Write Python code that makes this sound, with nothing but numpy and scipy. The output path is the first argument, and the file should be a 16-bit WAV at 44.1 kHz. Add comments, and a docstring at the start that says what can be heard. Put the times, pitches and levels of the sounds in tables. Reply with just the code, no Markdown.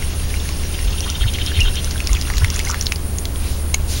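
"""On a calm pond, a fishing lure skitters closer as it is reeled in fast; a last few drips follow.
Its drops, spray and gurgles sound by the resonance of air bubbles trapped in the water.
The reel whirs, whines and rings faintly, with a run of rasping chirrs that slow down; near the end
come two soft swishes and a sharp tap. A steady low hum, probably of the reel's rotor, lies beneath.
Insects pulse on the bank; a hand-held camera adds rumble and a thin whine."""
import sys
import numpy as np
from scipy import signal
from scipy.fft import rfft, irfft, next_fast_len
from scipy.io import wavfile
from scipy.ndimage import uniform_filter1d, map_coordinates

SR = 44100
rng = np.random.default_rng(int(sys.argv[2]) if len(sys.argv) > 2 else 0)


def master(y):
    """Save y as 16-bit WAV."""
    cut = np.clip(np.atleast_2d(y).T, -1, 1)
    pcm = np.round(cut * 32767)  # scale
    wavfile.write(sys.argv[1], SR, pcm.astype(np.int16))


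N = 176400


def drops():
    """Impact and entrainment: each drop makes a tiny splat and traps a bubble that rings."""
    # nearby drops: t/s, relative level/dB, starting bubble f/Hz, T60/s
    impacts = [(0.0247, -17.5, 2100, 0.011), (0.3024, -18, 3740, 0.003), (0.3411, -15, 2280, 0.014),
               (0.4012, -18.5, 3540, 0.011), (0.455, -24, 1740, 0.017), (0.4902, -10, 2420, 0.0033),
               (0.6358, -19, 2270, 0.006), (0.7908, -15, 2180, 0.0071), (1.0062, -6.5, 5590, 0.0039),
               (1.101, -6.5, 5500, 0.0039), (1.338, -10, 5590, 0.0035), (1.3862, -14, 2200, 0.0092),
               (1.4631, -7, 5070, 0.0028), (1.5178, -19, 1660, 0.019), (1.6055, -4.5, 5300, 0.0036),
               (1.632, -15, 6100, 0.005), (1.756, -9.5, 5550, 0.0026), (1.8453, -9, 5840, 0.0049),
               (1.9103, -7.5, 4850, 0.0037), (1.9583, -20.5, 1530, 0.019), (1.979, -20.5, 3280, 0.013),
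               (2.0038, -10.5, 2440, 0.0085), (2.0724, -2, 5060, 0.0043), (2.0934, -21, 2080, 0.018),
               (2.1316, -3.5, 6510, 0.0037), (2.151, -11, 3160, 0.006), (2.1602, -18, 2420, 0.012),
               (2.1686, -16, 2430, 0.017), (2.2135, -6, 5030, 0.0022), (2.2229, -10, 4800, 0.003),
               (2.3014, -8.5, 1820, 0.0065), (2.3374, -14.5, 2000, 0.0066), (2.3702, -8.5, 4450, 0.003),
               (2.3819, 0, 4240, 0.0024), (2.4404, -28, 1650, 0.023), (2.4458, -2.5, 2020, 0.006),
               (2.5022, -5, 5430, 0.0034), (2.5439, -16, 5590, 0.006), (2.5624, -7, 6940, 0.005),
               (2.5928, -0.5, 3460, 0.001), (2.6008, -14.5, 2160, 0.014), (2.6504, -11.5, 6040, 0.0094),
               (2.672, -18, 2100, 0.024), (2.6794, -26, 4800, 0.006), (2.6873, -11, 6040, 0.003),
               (2.7012, -7.5, 5930, 0.0082), (2.713, -9, 7030, 0.0036), (2.7213, -28, 1370, 0.011),
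               (2.7444, -9, 1700, 0.0065), (2.8111, -5.5, 5670, 0.009), (2.8251, -11, 6760, 0.005),
               (2.8597, -13, 5300, 0.013), (2.8678, -4, 4220, 0.0069), (2.9216, 0, 2420, 0.005),
               (2.9594, -9, 4600, 0.0039), (3.185, -10, 6600, 0.0079), (3.2545, -5.5, 3920, 0.0029),
               (3.359, -15.5, 3300, 0.0042)]
    # impact noise spectrum: f/Hz, relative density/dB
    splat_band = [(600, -27), (1800, -4.5), (3500, 1.5), (7000, 0.5), (10000, -5.5), (14000, -2)]
    rise_s, fall_s = 0.00095, 0.0023
    t = np.arange(-(SR // 100), SR // 100) / SR
    splat = np.exp(np.minimum(t / rise_s, -t / fall_s))
    rings, splats = np.zeros(N), np.zeros(N)
    for s, db, hz, t60 in impacts:
        add(rings, s, amp(db + 0.5) * bubble(hz, t60))
        add(splats, s + t[0], amp(db - 12.5) * splat)
    return rings + splats * noise(splat_band)


def bubble(hz, t60, rise=0.17, attack_s=0.00012):
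    """Minnaert resonance: trapped air rings as a damped tone, gliding up by the fraction rise per T60."""
    t = np.arange(int(1.2 * t60 * SR) + 2) / SR
    phase = 2 * np.pi * hz * t * (1 + rise * t / t60 / 2)
    return np.sin(phase) * decay(t, t60) * (1 - np.exp(-t / attack_s))


def bubbles(start, length, count, hz, spread, cycles, scatter_db):
    """Incoherent sum of bubbles with log-normal pitches and a T60 in cycles; rms about 1 over length."""
    cloud = np.zeros(N)
    for when, pitch, size in zip(rng.random(count), *rng.standard_normal((2, count))):
        f = np.clip(hz * np.exp(spread * pitch), 500, 12000)
        gain = amp(scatter_db * np.clip(size, -2, 2))
        add(cloud, start + when * length, gain * bubble(f, cycles / f))
    return unit(cloud) * np.sqrt(length * SR / N)


def wake():
    """Bubble clouds behind the lure: small bubbles ring high as spray, large ones lap and gurgle."""
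    # spray, growing as the lure nears: t/s, level/dB
    spray_levels = [(0, -41.5), (.8, -41.5), (1.9, -39.5), (2.7, -37.5), (2.87, -45), (3.0, -78), (4, -43)]
    # big bubbles where the lure digs in: t/s, duration/s, level/dB, f/Hz
    digs = [(1.06, .05, -38, 1400), (1.21, .05, -34, 1650), (1.56, .05, -33, 2250), (1.65, .04, -35, 1250),
            (2.11, .04, -38, 1300), (2.27, .05, -36, 1250), (2.39, .06, -36, 1400), (2.54, .03, -35, 1850),
            (2.68, .07, -31, 1200)]
    # spatter falling back: t/s, duration/s, level/dB
    showers = [(2.343, 0.041, -35.5), (2.54, 0.021, -33), (2.656, .065, -33)]
    spray_db, = curves(spray_levels)
    spray = bubbles(0, N / SR, count=1100, hz=4440, spread=0.362, cycles=31, scatter_db=4)
    lapping = bubbles(0, N / SR, count=480, hz=1792, spread=0.33, cycles=72, scatter_db=4)
    gurgles = sum(amp(db) * bubbles(s, length, count=8, hz=hz, spread=0.191, cycles=35, scatter_db=1.5)
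                  for s, length, db, hz in digs)
    spatter = sum(amp(db) * bubbles(s, length, count=18, hz=6050, spread=0.16, cycles=20, scatter_db=2)
                  for s, length, db in showers)
    return amp(spray_db) * (spray + amp(-5) * lapping) + gurgles + spatter


def reel():
    """Forced vibration: whir, ringing and a gear whine frequency-modulated by each turn of the handle."""
    # reel resonances: f/Hz, half-width/Hz, relative level/dB
    modes = [(2750, 16, -1), (2820, 40, 3), (6500, 87, -1)]
    # whir spectrum: f/Hz, relative density/dB
    whir_band = [(500, -31), (1500, 6), (2700, 12), (4500, 8), (6500, 9.5), (8000, -1.5), (13000, -22)]
    # gear tones at mean speed: f/Hz, rms level/dB
    gear_lines = [(4650, -51), (5620, -47.5)]
    turn_s, fastest_at_s, surge = 0.385, 0.31, 0.055
    stop_s, fade_s = 2.88, 0.27
    running = np.clip((stop_s - clock()) / fade_s + 0.5, 0, 1)
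    speed = 1 + surge * np.cos(2 * np.pi * (clock() - fastest_at_s) / turn_s)
    ring = unit(sum(amp(db + 4.1 * wobble(11)) * resonance(hz, width) for hz, width, db in modes))
    whine = np.zeros(N)
    for hz, db in gear_lines:
        gain = np.sqrt(2) * amp(db + 3.5 * wobble(30.04))
        jitter = 0.014 * (wobble(600) + wobble(10))
        whine += gain * glide(hz * (speed + jitter))
    whir = amp(-38 + 0.98 * wobble(25.03)) * noise(whir_band)
    return running * (amp(-47) * ring + whine + whir)


def chirrs():
    """Puffs of noise in fixed resonances; fast amplitude modulation makes them rasp."""
    # chirrs: centre t/s, full duration/s, relative level/dB
    puffs = [(0.747, 0.032, -33.5), (0.808, 0.03, -43), (0.88, 0.03, -30.5), (0.93, 0.033, -31),
             (0.985, 0.042, -33), (1.04, 0.051, -30.5), (1.094, 0.066, -29.5), (1.159, 0.056, -29.5),
             (1.22, 0.055, -24.5), (1.282, 0.05, -25.5), (1.35, 0.046, -24), (1.413, 0.055, -25.5),
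             (1.485, 0.089, -27.5), (1.569, 0.1, -25), (1.669, 0.081, -25), (1.778, 0.082, -27.5)]
    # their resonances: f/Hz, half-width/Hz, relative level/dB
    modes = [(2800, 330, -3), (3095, 63, -3), (3244, 38, -1), (3365, 66, -11), (3678, 90, 0.5),
             (4220, 90, -9)]
    ring = sum(amp(db) * resonance(hz, width) for hz, width, db in modes)
    rasp = unit(ring * amp(2 * wobble(400)))
    return rasp * sum(amp(db + 1) * swell(s, length / 2) for s, length, db in puffs)


def squeal():
    """One short gliding tone among the chirrs, with slight random frequency modulation."""
    # course of the squeal: t/s, f/Hz, peak level/dB
    course = [(1.585, 2320, -45), (1.597, 2510, -21), (1.604, 2440, -21), (1.610, 2950, -13),
              (1.619, 2740, -12.5), (1.627, 2733, -28.5), (1.648, 2800, -26), (1.66, 2800, -60)]
    hz, db = curves(course)
    sounding = (clock() > course[0][0]) & (clock() < course[-1][0])
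    return amp(db) * glide(hz * (1 + 0.016 * wobble(500))) * sounding


def tap():
    """Impulse response of a small hard object: two quick blows, each a dry crack and decaying modes."""
    # blows: t/s, relative level/dB, spectral tilt/(dB per octave)
    blows = [(3.7419, -10, -2), (3.7442, -2.5, 1.5)]
    # modes of the object: f/Hz, relative level/dB, T60/s
    modes = [(716, -24, 0.017), (1150, -13, .014), (2220, -8, 0.021), (2630, -10.5, .016),
             (4240, -7.5, 0.01), (6530, -7.5, 0.013), (6800, -7, 0.0084), (9100, -12, 0.01)]
    # crack spectrum: f/Hz, relative density/dB
    crack_band = [(300, -6), (900, 1), (5000, -1), (9000, -4), (15000, -16)]
    crack_db, crack_s = -7.5, 0.0015
    t = np.arange(SR // 20) / SR
    rings, cracks = np.zeros(N), np.zeros(N)
    for s, db, tilt in blows:
        for hz, mode_db, t60 in modes:
            gain = amp(db + mode_db + tilt * np.log2(hz / 4000))
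            add(rings, s, gain * decay(t, t60) * np.sin(2 * np.pi * (hz * t + rng.random())))
        add(cracks, s, amp(db + crack_db) * np.exp(-t / crack_s))
    return rings + cracks * noise(crack_band)


def swishes():
    """Friction noise: soft rushes in bands reaching about an octave either side of their centres."""
    # two overlapping rushes per swish: centre t/s, half-height width/s, level/dB, centre f/Hz
    rushes = [(3.452, 0.12, -36, 2870), (3.52, 0.15, -36, 4850), (3.919, .06, -28, 4800),
              (3.974, 0.09, -28.5, 4420)]
    out = np.zeros(N)
    for s, length, db, hz in rushes:
        band = filtered(rng.standard_normal(N), lambda f: (1 + np.log2((f + 1) / hz) ** 2) ** -1.23)
        out += amp(db) * swell(s, length) * unit(band)
    return out


def bank_echo(sound, t60=0.075):
    """Diffuse reflection from the bank: convolution with a short decaying noise of unit energy."""
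    t = np.arange(SR // 4) / SR
    tail = rng.standard_normal(len(t)) * decay(t, t60)
    return signal.fftconvolve(sound, tail / np.linalg.norm(tail))[:N]


def hum():
    """Periodic vibration: a steady low hum, probably of the reel's rotor."""
    return tone(hz=75.5, db=-24.5)


def insects():
    """Incoherent sources add in power: a steady high chorus plus about eight pulses a second."""
    # pulse centres: t/s
    pulse_times = [.05, .2, .33, .46, .59, .71, .82, .98, 1.08, 1.21, 1.31, 1.47, 1.6, 1.73, 1.85, 1.98,
                   2.11, 2.27, 2.43, 2.56, 2.67, 2.81, 2.92, 3.08, 3.19, 3.38, 3.48, 3.62, 3.71, 3.92]
    # chorus spectrum: f/Hz, relative density/dB
    chorus_band = [(6500, -50), (8300, -3), (9700, 0), (10900, -3.5), (11700, -11.5), (13000, -35)]
    bed_db, pulse_db, scatter_db = -44, -35, 1.8
    pulses = sum(swell(s, 0.068) for s in pulse_times)
    spectra = signal.stft(noise(chorus_band), nperseg=512)[2]
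    # random patches of gain in frequency and time make pitches come and go
    patches = uniform_filter1d(rng.standard_normal(spectra.shape), size=5, axis=0)
    patches = unit(uniform_filter1d(patches, size=8, axis=1))
    chorus = unit(signal.istft(spectra * amp(scatter_db * patches), nperseg=512)[1][:N])
    power = amp(bed_db) ** 2 + amp(pulse_db + wobble(5.7)) ** 2 * pulses ** 1.12
    return chorus * np.sqrt(power)


def camera():
    """Structure-borne sound: low bumps on the microphone, and the camera's thin whine."""
    # bumps: centre t/s, half-height width/s, rms level/dB, f/Hz
    bumps = [(0.873, 0.049, -14.5, 45), (1.256, 0.069, -12.5, 60), (1.59, .035, -10.5, 55),
             (1.664, 0.097, -13.5, 37), (2.133, 0.037, -10, 44.8), (2.371, 0.044, -13, 40.1),
             (2.433, 0.03, -8, 87.8)]
    # faint tones: f/Hz, rms level/dB
    faint_tones = [(397, -49), (11832, -56), (11892, -58), (15676, -50), (15735, -44)]
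    rumble = sum(amp(db) * swell(s, length) * np.sin(2 * np.pi * hz * clock() + 1.2 * wobble(60))
                 for s, length, db, hz in bumps)
    return np.sqrt(2) * rumble + sum(tone(hz, db) for hz, db in faint_tones)


def air():
    """Stationary ambient noise, strongest in the deep bass."""
    # air spectrum: f/Hz, relative density/dB
    air_band = [(15, -5.5), (32, 0.5), (60, -4.5), (100, -10), (160, -16), (260, -21.5), (800, -31.5),
                (2000, -38), (9000, -41.5), (13000, -47)]
    return amp(-22.5) * noise(air_band)


def amp(db):
    """Decibels to amplitude ratio."""
    return 10 ** (np.asarray(db) / 20)


def unit(x):
    """Normalisation to rms 1."""
    return x / np.sqrt(np.mean(x ** 2) + 1e-20)


def clock():
    """t/s of every sample."""
    return np.arange(N) / SR


def curves(rows):
    """Linear interpolation in time of each column after the first."""
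    s, *columns = np.transpose(rows)
    return [np.interp(clock(), s, column) for column in columns]


def wobble(rate):
    """Smooth random modulation, rate knots a second."""
    return map_coordinates(rng.standard_normal(int(N * rate / SR) + 4), [np.arange(N) * rate / SR])


def decay(t, t60):
    """Exponential damping, 60 dB in t60."""
    return np.exp(-np.log(1000) * t / t60)


def tone(hz, db):
    """A sine of rms level db with slight amplitude and phase modulation."""
    return np.sqrt(2) * amp(db + wobble(5.66)) * np.sin(2 * np.pi * hz * clock() + 0.25 * wobble(7))


def glide(hz):
    """A sine whose phase is the integral of its frequency."""
    return np.sin(2 * np.pi * np.cumsum(hz) / SR)


def filtered(x, response):
    """Linear filtering: the spectrum of x times a frequency response."""
    size = next_fast_len(N + SR // 2)
    return irfft(rfft(x, size) * response(np.fft.rfftfreq(size, 1 / SR)), size)[:N]


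def noise(points):
    """Noise of rms 1 with a spectrum through (f/Hz, density/dB) points."""
    f, db = np.transpose(points)
    white = rng.standard_normal(N)
    return unit(filtered(white, lambda hz: amp(np.interp(np.log(hz + 1), np.log(f), db))))


def resonance(hz, width):
    """A noise-driven resonance of rms 1, at half amplitude width Hz either side."""
    return unit(filtered(rng.standard_normal(N), lambda f: 1 / (1 + ((f - hz) / width) ** 2)))


def swell(middle, length):
    """A raised-cosine envelope, length wide at half height."""
    return np.cos(np.pi / 2 * np.clip((clock() - middle) / length, -1, 1)) ** 2


def add(track, s, sound):
    """Superpose a sound on the track at time s."""
    i = int(np.clip(round(s * SR), 0, N))
    track[i:i + len(sound)] += sound[:N - i]


def scene():
    """Superposition of all sources; the splashes, chirrs, squeal and tap reflect weakly off the bank."""
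    water_top_hz = 10500  # the splashes are dull above this
    water = filtered(drops() + wake(), lambda hz: 1 / np.sqrt(1 + (hz / water_top_hz) ** 8))
    near = water + chirrs() + squeal() + tap()
    echo = amp(-10.5) * bank_echo(near)
    return (near + echo + reel() + swishes() + insects() + camera() + hum() + air())[None]


def record(dry):
    """Microphone response: a dip in the treble, clipping at full scale and a band limit."""
    dip_hz, width_hz, dip_db, top_hz = 7990, 410, -10.5, 15850
    coloured = filtered(dry[0], lambda hz: amp(dip_db * np.exp(-((hz - dip_hz) / width_hz) ** 2)))
    return filtered(np.clip(coloured, -1, 1), lambda hz: hz < top_hz)[None]


dry = scene()
out = record(dry)
master(out)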